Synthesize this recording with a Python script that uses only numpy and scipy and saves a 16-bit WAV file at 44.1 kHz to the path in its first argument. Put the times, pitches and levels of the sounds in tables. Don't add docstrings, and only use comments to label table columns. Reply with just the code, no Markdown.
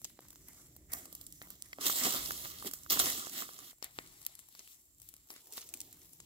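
import sys
import numpy as np
from scipy import signal
from scipy.io import wavfile

SR = 44100
rng = np.random.default_rng(int(sys.argv[2]) if len(sys.argv) > 2 else 0)


def master(y):
    cut = np.clip(np.atleast_2d(y).T, -1, 1)
    pcm = np.round(cut * 32767)
    wavfile.write(sys.argv[1], SR, pcm.astype(np.int16))


N = 275625

# (frequency [Hz], level [dB per Hz])
FLAKES = [(5400, -7), (6800, -0.5), (9000, -2.5), (11000, -1), (13500, 0), (16000, 0)]
# (frequency [Hz], share of the power that comes straight [0-1])
DIRECT = [(60, 0.9), (300, 0.96), (1000, 0.56), (2500, 0.42), (5000, 0.35), (12000, 0.083)]
# (frequency [Hz], level difference [dB])
SHADOW = [(200, -0.2), (1000, 3), (4000, 1.5), (15000, 4.5)]
FULL_SIDE_US = 270


def amp(db):
    return 10 ** (np.asarray(db) / 20)


def rms_one(x):
    return x / np.sqrt(np.mean(x ** 2) + 1e-20)


def in_time(rows):
    s, *columns = np.transpose(rows)
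    return [np.interp(np.arange(N) / SR, s, c) for c in columns]


def at_hz(points, hz):
    return np.interp(np.log(hz), np.log(np.array(points)[:, 0]), np.array(points)[:, 1])


def drift(rate):
    step = 40
    r = np.exp(-2 * np.pi * rate * step / SR)
    noise = rng.standard_normal(N // step + 2002)
    slow = signal.lfilter([1], [1, -2 * r, r * r], noise)[2000:]
    return np.interp(np.arange(N) / step, np.arange(len(slow)), rms_one(slow))


def resonance(x, hz, width_hz):
    r = np.exp(-np.pi * width_hz / SR)
    poles = [1, -2 * r * np.cos(2 * np.pi * hz / SR), r * r]
    return signal.lfilter([(1 - r * r) / 2, 0, (r * r - 1) / 2], poles, x)


def crackle(per_s, spread_db, grain_s, share):
    born = rng.random(N) < per_s * amp(5 * drift(15)) / SR
    power = born * amp(2 * spread_db * np.minimum(rng.exponential(1, N), 4.5))
    grains = signal.lfilter([1], [1, -np.exp(-1 / (grain_s * SR))], power + 1e-18)
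    return np.sqrt(share * grains / grains.mean() + 1 - share)


def placed_noise(spectrum, envelope, late_us, patchy_db, flicker):
    low, high = spectrum[0][0], spectrum[-1][0]
    edges = np.geomspace(low, high, int(2.5 * np.log2(high / low)) + 2)
    white = rng.standard_normal((2, 3, N)) * envelope
    t = np.arange(N)
    lag = np.round(late_us * 1e-6 * SR).astype(int)
    late_index = np.clip(t - lag, 0, N - 1)
    straight = np.array([[w[0][late_index], w[0]] for w in white])
    scattered = white[:, 1:]
    side = np.array([-late_us, late_us]) / FULL_SIDE_US / 2
    out = 0
    for k, (a, b) in enumerate(zip(edges, edges[1:])):
        hz = np.sqrt(a * b)
        direct = at_hz(DIRECT, hz)
        mixed = np.sqrt(direct) * straight[k % 2] + np.sqrt(1 - direct) * scattered[k % 2]
        band = signal.sosfilt(signal.butter(2, [a, b], "band", fs=SR, output="sos"), mixed)
        level_db = at_hz(spectrum, hz) + patchy_db * drift(flicker) + at_hz(SHADOW, hz) * side
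        out = out + band * amp(level_db)
    return rms_one(out)


def pops(bearing_us):
    # (time [s], crack level [dB], crack frequency [Hz], knock level [dB],
    # knock frequency [Hz], knock sharpness [ratio], spatter against the initial noise burst [dB])
    pop_rows = [(.045, -25, 7350, -78, 1820, .5, -10.5), (.051, -28.5, 7500, -47.5, 685, .66, -10),
                (.191, -46, 4050, -37.5, 496, .45, -8), (.284, -39, 11900, -65, 650, .6, -7),
                (.305, -35, 9800, -59, 1200, 0.43, -11), (.329, -45, 12700, -57, 1050, 1.5, -7),
                (.358, -39.5, 7100, -51, 1040, 0.83, -13), (.485, -34.5, 11700, -55, 1490, .78, 1),
                (.684, -44, 12800, -67, 410, .6, -15), (.92, -29.5, 11400, -53, 840, .5, -13),
                (.933, -17, 12300, -43.5, 880, 0.55, -18.5), (.9357, -12, 13400, -34.5, 860, 0.75, -21),
                (1.056, -32, 8900, -46, 776, 1.5, -11), (1.127, -31.5, 12200, -47.5, 400, 0.86, -5),
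                (1.151, -28, 13500, -50, 790, .5, -10), (1.213, -31, 11900, -55, 420, .5, -12),
                (1.266, -32.5, 10300, -72, 490, .5, -12), (1.325, -28.5, 12100, -71, 780, .5, -19),
                (1.417, -39, 3550, -30.5, 1120, 0.32, -18), (1.423, -34, 13000, -57, 650, 0.54, -9),
                (1.473, -44, 11700, -46, 710, 0.3, -30), (1.504, -25.5, 11900, -41, 1600, 0.43, -21),
                (1.623, -19.5, 8900, -71, 1380, .58, -33), (1.731, -33, 4600, -29.5, 2040, 9.3, -13),
                (1.786, -55, 11100, -31.5, 570, 0.69, -6), (1.869, -11.5, 9700, -39, 1600, .5, -23),
                (1.882, -15, 7500, -46, 1760, .54, -30), (1.898, -30, 7300, -20, 1210, 1.04, -30),
                (1.973, -25, 9500, -32, 1870, .5, -21), (2.037, -13, 5930, -34, 2010, 0.5, -14),
                (2.055, -27, 11000, -16.5, 2360, 0.48, -17), (2.07, -33, 8700, -22, 690, 0.79, -20),
                (2.147, -21, 8950, -23.5, 680, 0.23, -23), (2.235, -41, 7700, -35, 1160, 0.3, -28),
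                (2.308, -22, 6000, -22, 1400, 2.2, -26), (2.447, -34, 7500, -41, 1170, .5, -21),
                (2.456, -38, 7500, -31.5, 1080, 0.84, -30), (2.625, -40, 8700, -32.5, 1080, 1.6, -6),
                (2.648, -38, 5000, -33, 330, .6, -10), (2.712, -30, 11100, -35.5, 1480, 0.87, -3),
                (2.736, -22.5, 12000, -31.5, 1360, .24, 10), (2.834, -36.5, 9700, -57, 1810, .7, -8),
                (2.863, -47, 6700, -37.5, 1370, 1.5, -30), (2.9, -19, 5400, -44, 1470, 1.1, -2),
                (2.908, -16, 6400, -40, 1660, 3, -16), (2.927, -12, 6900, -46, 2060, .5, -40),
                (2.973, -23, 9200, -22, 1370, 0.85, -34), (2.9932, -5.5, 9850, -25, 2100, 1.6, -11),
                (2.9985, -11, 9150, -21, 1400, 4, 1), (3.058, -19, 5800, -19, 2120, 0.86, -10),
                (3.27, -27, 10300, -27.5, 706, .35, -26), (3.422, -30, 6900, -28, 1210, 0.82, -30),
                (3.491, -39, 7100, -34, 1130, 1.3, -25), (3.535, -32, 10200, -61, 1030, .5, -26),
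                (3.59, -29.5, 7800, -39, 1050, 1.1, -24), (3.826, -25.5, 5460, -31, 940, .35, -18.5),
                (3.844, -17.5, 11200, -34.5, 1390, 0.26, -29), (3.988, -59, 4400, -19.5, 950, 0.29, -19),
                (4.074, -40, 9400, -60, 2020, .7, -6), (4.228, -41, 9800, -70, 1720, .5, -4),
                (4.251, -29, 11800, -68, 1340, .5, -24), (4.2652, -9.5, 11900, -31, 2750, 1.5, -26),
                (4.34, -46, 12000, -68, 480, .5, -30), (4.353, -32, 11800, -59, 1120, .56, -15),
                (4.392, -31, 10700, -43.5, 1820, 1.1, -17), (4.551, -37.5, 4800, -44.5, 1440, 1.2, -16),
                (4.593, -30.5, 6000, -38.5, 1880, .37, -12), (4.676, -37, 10100, -44, 2470, 2, -17),
                (4.984, -46, 11700, -78, 470, .5, -12), (5.0, -40, 11600, -63.5, 780, 0.44, -21),
                (5.018, -37, 10600, -49, 2300, 0.52, -13), (5.089, -31.5, 13800, -69, 1280, .43, -16),
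                (5.14, -31.5, 10800, -45.5, 1700, 0.38, -20), (5.166, -39, 11200, -52, 1880, 0.46, -14),
                (5.288, -44, 6000, -60, 1710, .9, -22), (5.304, -30, 5500, -39.5, 1040, .77, -18),
                (5.339, -37, 12400, -51, 1390, .5, -8), (5.363, -38, 6800, -39, 1230, .27, -13),
                (5.471, -39, 10600, -58, 660, .77, -12), (5.524, -30.5, 10900, -70, 1770, .5, -9),
                (5.536, -32, 12300, -61, 2180, .6, -15), (5.56, -40, 10100, -57, 1990, .5, -14),
                (5.579, -28.5, 5040, -32.5, 710, 0.24, 1), (5.616, -32, 6150, -51, 2310, 0.79, -14),
                (5.69, -29.5, 9500, -68, 620, .5, -18), (5.739, -23.5, 10300, -39, 2500, 5.6, 8),
                (5.773, -35.5, 11500, -56, 2240, .8, -8), (5.804, -25.5, 9500, -71, 2500, .5, -4),
                (5.815, -24, 8000, -69, 1930, .45, -21), (5.928, -34, 11200, -54, 2170, .55, -6),
                (5.945, -36.5, 13100, -74, 510, .5, -19.5), (6.017, -41.5, 6000, -75, 1080, .5, -17),
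                (6.133, -37, 12800, -70, 390, .97, -23), (6.202, -33, 6800, -41, 1310, .24, -12)]
    scatter = 0.82
    length = 2048
    out, t = np.zeros((2, N + 2 * length)), np.arange(length) / SR
    rows = list(pop_rows) + small_pops()
    draws = rng.standard_normal((len(rows), 6, length))
    first = t == 0
    for (s, crack_db, crack_hz, knock_db, knock_hz, sharpness, spatter_db), d in zip(rows, draws):
        late_us = bearing_us[int(s * SR)]
        spatter = amp(spatter_db) * (np.exp(-t / 0.0065) + 2.8 * np.exp(-t / 0.0018))
        burst = 3 * first + d[:3] * (np.exp(-t / .0001) + spatter)
        bright = resonance(burst, crack_hz, 0.27 * crack_hz)
        edge = signal.lfilter([1, -1], [1, -np.exp(-np.pi * crack_hz / SR)], burst)
        bright = bright + 0.3 * edge
        bright = signal.sosfilt(signal.butter(2, 0.28 * crack_hz, "high", fs=SR, output="sos"), bright)
        blow = np.exp(-t / .0001) + .35 * d[3:] * np.exp(-t / .002)
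        sharpness = max(sharpness, .3)
        woody = resonance(blow, knock_hz, 0.66 * knock_hz / sharpness)
        woody = woody + 0.18 / sharpness * resonance(blow, 230, 660)
        for port, sign in enumerate((1, -1)):
            at = round((s + sign * late_us * 1e-6 / 2) * SR)
            for sound, db, hz in ((bright, crack_db, crack_hz), (woody, knock_db, knock_hz)):
                direct = 1 - scatter * (1 - at_hz(DIRECT, hz))
                mixed = np.sqrt(direct) * sound[0] + np.sqrt(1 - direct) * sound[1 + port]
                shade_db = -sign * late_us / FULL_SIDE_US / 2 * at_hz(SHADOW, hz)
                out[port, at:at + length] += amp(db + shade_db) * mixed / np.abs(mixed).max()
    return out[:, :N]


def small_pops():
    count = 30
    crack_db, spread_db, crack_hz = -45.5, 8, 11000
    knock_db, knock_hz = -60, 870
    spatter_db = -12.5
    when = rng.random(count) * (N / SR - .1)
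    chance = np.clip(rng.standard_normal((count, 5)), -1.5, 1.5)
    return [(s, crack_db + spread_db * a, crack_hz * np.exp(.15 * b), knock_db + 6 * c,
             knock_hz * np.exp(.5 * e), .6, spatter_db + 6 * f)
            for s, (a, b, c, e, f) in zip(when, chance)]


def ticks(late_us):
    born = rng.random(N) < 45.0 * amp(4 * drift(4)) / SR
    power = born * amp(2 * 2.8 * np.minimum(rng.exponential(1, N), 3.5))
    envelope = np.sqrt(signal.lfilter([1], [1, -np.exp(-1 / (0.00034 * SR))], power + 1e-18))
    return amp(-75.0) * placed_noise(FLAKES, envelope, late_us, patchy_db=4.5, flicker=20)


def brush(late_us, roar_db):
    # (frequency [Hz], level [dB per Hz])
    leaf_colour = [(2100, -6), (2600, -11.5), (3300, -1.5), (4500, -3), (5800, -6), (7400, -15)]
    stalk_colour = [(380, -7.5), (520, -12), (720, -4.5), (920, -6), (1270, -3), (1700, -10.5), (2200, 1.5),
                    (3000, -50)]
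    soil_colour = [(110, -16), (170, -7), (270, 1), (370, -1), (480, -21.5), (650, 1)]
    leaves_gain, flakes_gain, stalks_gain, soil_gain = brush_levels(roar_db)
    breaks = crackle(per_s=390, spread_db=3.5, grain_s=0.0015, share=0.37)
    crunch = crackle(per_s=240, spread_db=7.0, grain_s=0.0049, share=0.65)
    leaves = placed_noise(leaf_colour, breaks, late_us, patchy_db=1.3, flicker=20)
    flakes = placed_noise(FLAKES, breaks, late_us, patchy_db=2.0, flicker=5.8)
    stalks = placed_noise(stalk_colour, np.sqrt(breaks * crunch), late_us, patchy_db=2.5, flicker=8.3)
    # smooth below -65 dB, fully grainy from -51 dB
    underfoot = np.clip((20 * np.log10(soil_gain) + 65) / 14, 0, 1)
    soil = placed_noise(soil_colour, crunch ** underfoot, late_us, patchy_db=1.5, flicker=6.8)
    return leaves_gain * leaves + flakes_gain * flakes + stalks_gain * stalks + soil_gain * soil


def brush_levels(roar_db):
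    # (time [s], leaves [dB], flakes over the leaves [dB])
    sizzle = [(0, -77, 16), (.2, -79, 9), (.55, -72.5, 13), (.76, -88, 17), (.88, -92, 20), (1.04, -79, 5),
              (1.14, -68, 9), (1.35, -74.5, 15.5), (1.77, -77.5, 10), (2.88, -70, 4), (3.71, -76, 10.5),
              (3.73, -79, 15.5), (3.81, -97, 15), (3.96, -64.5, 5), (4.23, -69, 9), (4.48, -72.5, 7.5),
              (4.6, -65, 5.5), (4.725, -65, 10), (4.773, -79, 13), (4.98, -96, 22), (5.03, -71.5, 13),
              (5.276, -78.5, 5), (5.45, -73.5, 12.5), (5.85, -71.5, 12), (6.18, -75.5, 12), (6.25, -67, 1)]
    # (time [s], leaves level [dB])
    drags = [
        [(1.796, -70), (1.812, -46.5), (1.868, -36.5), (1.94, -44.5), (1.975, -39.5), (2.01, -42), (2.051, -36),
         (2.235, -45.5), (2.323, -47.5), (2.363, -50), (2.466, -50.5), (2.522, -55), (2.626, -55), (2.674, -51),
         (2.69, -63.5), (2.8, -71), (2.88, -75)],
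        [(2.893, -57), (2.908, -36), (2.985, -41.5), (3.081, -39), (3.304, -54.5), (3.384, -44), (3.416, -45.5),
         (3.472, -57), (3.536, -61.5), (3.584, -60), (3.712, -59), (3.728, -71.5)],
    ]
    # (time [s], leaves [dB], flakes over the leaves [dB], stalks [dB],
    # soil [dB], time to fall 20 dB [s])
    stirs = [(0.049, -60.5, 4, -75, -73, .12), (.223, -76, 15, -68.5, -73, .2),
             (.479, -77.5, 18, -67.5, -82, 0.36), (.567, -71.5, 11, -75, -82, 0.3),
             (.9, -73, 12, -60.5, -75, 0.43), (.934, -65.5, 23, -55.5, -62, 0.11),
             (0.972, -62, 10, -59.5, -58, 0.21), (1.427, -71, 10, -64.5, -68, 0.16),
             (1.509, -63, 6, -66, -71, .12), (1.636, -69, 10.5, -69.5, -77, 0.7),
             (1.794, -70, 5, -57, -54.5, 0.5), (2.659, -59, 14, -47, -39, 0.04),
             (2.673, -44, 5, -47.5, -58, 0.03), (2.737, -63, 14.5, -63.5, -69.5, .25),
             (2.999, -34.5, 4, -35.5, -41.5, 0.0738), (3.841, -54, 1.5, -53.5, -71, 0.07),
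             (3.99, -67, 4, -61, -65.5, 0.32), (4.262, -65.5, 4.5, -68, -85, 0.28),
             (4.398, -68, 16, -78, -86, 0.03), (4.606, -73, 0, -63, -66, 0.02),
             (5.307, -61, 9, -63, -62, 0.08), (5.356, -59, -1, -68.5, -72, 0.1),
             (5.529, -59, 9, -69, -75, 0.2), (5.573, -52, 8.5, -60, -67, 0.06),
             (5.627, -53.5, -6, -64, -66, 0.02), (5.747, -65, 8.5, -74, -67, 0.17),
             (5.811, -66.5, 0, -87, -73, 0.38)]
    drag_offsets_db = [[0], [5.5], [-4.0], [-10.5]]
    stir_rise_s = 0.018
    bed_db, fine_db = in_time(sizzle)
    stalks_db = -78.5 + 0.45 * (bed_db + 71.5)
    embers_db = roar_db - 9
    power = amp([bed_db, bed_db + fine_db, stalks_db, embers_db]) ** 2
    t = np.arange(N) / SR
    for drag in drags:
        during = (t > drag[0][0]) & (t < drag[-1][0])
        power += during * amp(in_time(drag)[0] + drag_offsets_db) ** 2
    for s, leaves_db, flakes_db, stalks_db, soil_db, fall_s in stirs:
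        near = slice(max(int((s - .1) * SR), 0), int((s + .6) * SR))
        shape_db = -20 * np.maximum((s - t[near]) / stir_rise_s, (t[near] - s) / fall_s)
        peaks_db = [[leaves_db], [leaves_db + flakes_db], [stalks_db], [soil_db]]
        power[:, near] += amp(shape_db + peaks_db) ** 2
    return np.sqrt(power)


def housing(sound, late_us):
    # (frequency [Hz], width [Hz], gain added at the peak [ratio])
    body_modes = [(620, 1000, -0.071), (891, 102, -0.88), (1193, 130, 0.52), (1700, 1300, -0.15),
                  (2080, 140, -0.017), (2360, 320, -0.66), (3260, 195, 0.52)]
    coloured = sound
    for hz, width_hz, gain in body_modes:
        coloured = coloured + gain * resonance(coloured, hz, width_hz)
    from_right = np.clip(late_us / FULL_SIDE_US, 0, 1)
    return sound + from_right * (coloured - sound)


def flame_roar(late_us, roar_db):
    # (frequency [Hz], level [dB per Hz])
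    flame_colour = [(25, -27), (35, -8.5), (60, -1.5), (100, -6), (150, -6), (220, -17), (320, -7)]
    noise = placed_noise(flame_colour, 1, late_us, patchy_db=2.36, flicker=1.6)
    return amp(roar_db + 2.9 * drift(3.3)) * noise


def flare():
    # (time [s], level [dB])
    swell = [(5.3, -92), (5.342, -89), (5.5, -68.5), (5.65, -70.5), (5.912, -78), (6.25, -82.5)]
    # (frequency [Hz], level [dB per Hz])
    whoosh_colour = [(300, -2), (400, 12.5), (600, -8), (800, 8), (1000, -7)]
    level_db, = in_time([(swell[0][0] - .1, -120)] + list(swell))
    left_us = np.full(N, -120.)
    return amp(level_db) * placed_noise(whoosh_colour, 1, left_us, patchy_db=3.5, flicker=10)


def steady_hiss():
    # left [dB], right [dB]
    band_db = [-94, -72]
    band_hz, band_width_hz = 7460, 830
    white = rng.standard_normal((2, 2, N))
    broad = signal.sosfilt(signal.butter(1, 6500, "high", fs=SR, output="sos"), white[0])
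    once = resonance(white[1], band_hz, band_width_hz)
    narrow = rms_one(resonance(once, band_hz, band_width_hz))
    return amp(-67.5) * broad + amp(band_db)[:, None] * amp(0.63 * drift(6.7)) * narrow


def scene():
    # (time [s], delay of the left port [us]), positive is right
    bearing = [(0, 59), (.85, 90), (.95, 232), (1.7, 196), (1.82, 281), (3.71, 268), (3.73, -250),
               (5.3, -250), (5.45, 35.5), (5.9, 53.5), (6.25, -220)]
    # (time [s], level [dB])
    roar = [(0, -62.5), (.32, -64.5), (.44, -62), (1.34, -65), (1.75, -68), (1.8, -62.5), (2.07, -62),
            (2.27, -62.5), (2.47, -61), (2.76, -69), (3.04, -54), (3.22, -63.5), (3.59, -65), (3.715, -76),
            (3.725, -76.5), (4.03, -69.5), (4.37, -75.5), (5.0, -74), (5.38, -75), (5.9, -69.5),
            (6.09, -72.5), (6.25, -69)]
    late_us, = in_time(bearing)
    roar_db, = in_time(roar)
    pile = housing(pops(late_us) + ticks(late_us) + brush(late_us, roar_db), late_us)
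    return pile + flame_roar(late_us, roar_db) + flare() + steady_hiss()


def record(dry):
    top = .5
    left, right = dry
    left = left - 0.33 * signal.sosfilt(signal.butter(1, 68.6, fs=SR, output="sos"), left)
    right = right + 0.64 * resonance(right, 7500, 960)
    right = right - 0.56 * resonance(right, 9500, 3100)
    rounded = top * np.tanh(np.array([left, right]) / top)
    return signal.sosfilt(signal.cheby2(16, 70, 16450, fs=SR, output="sos"), rounded)


dry = scene()
out = record(dry)
master(out)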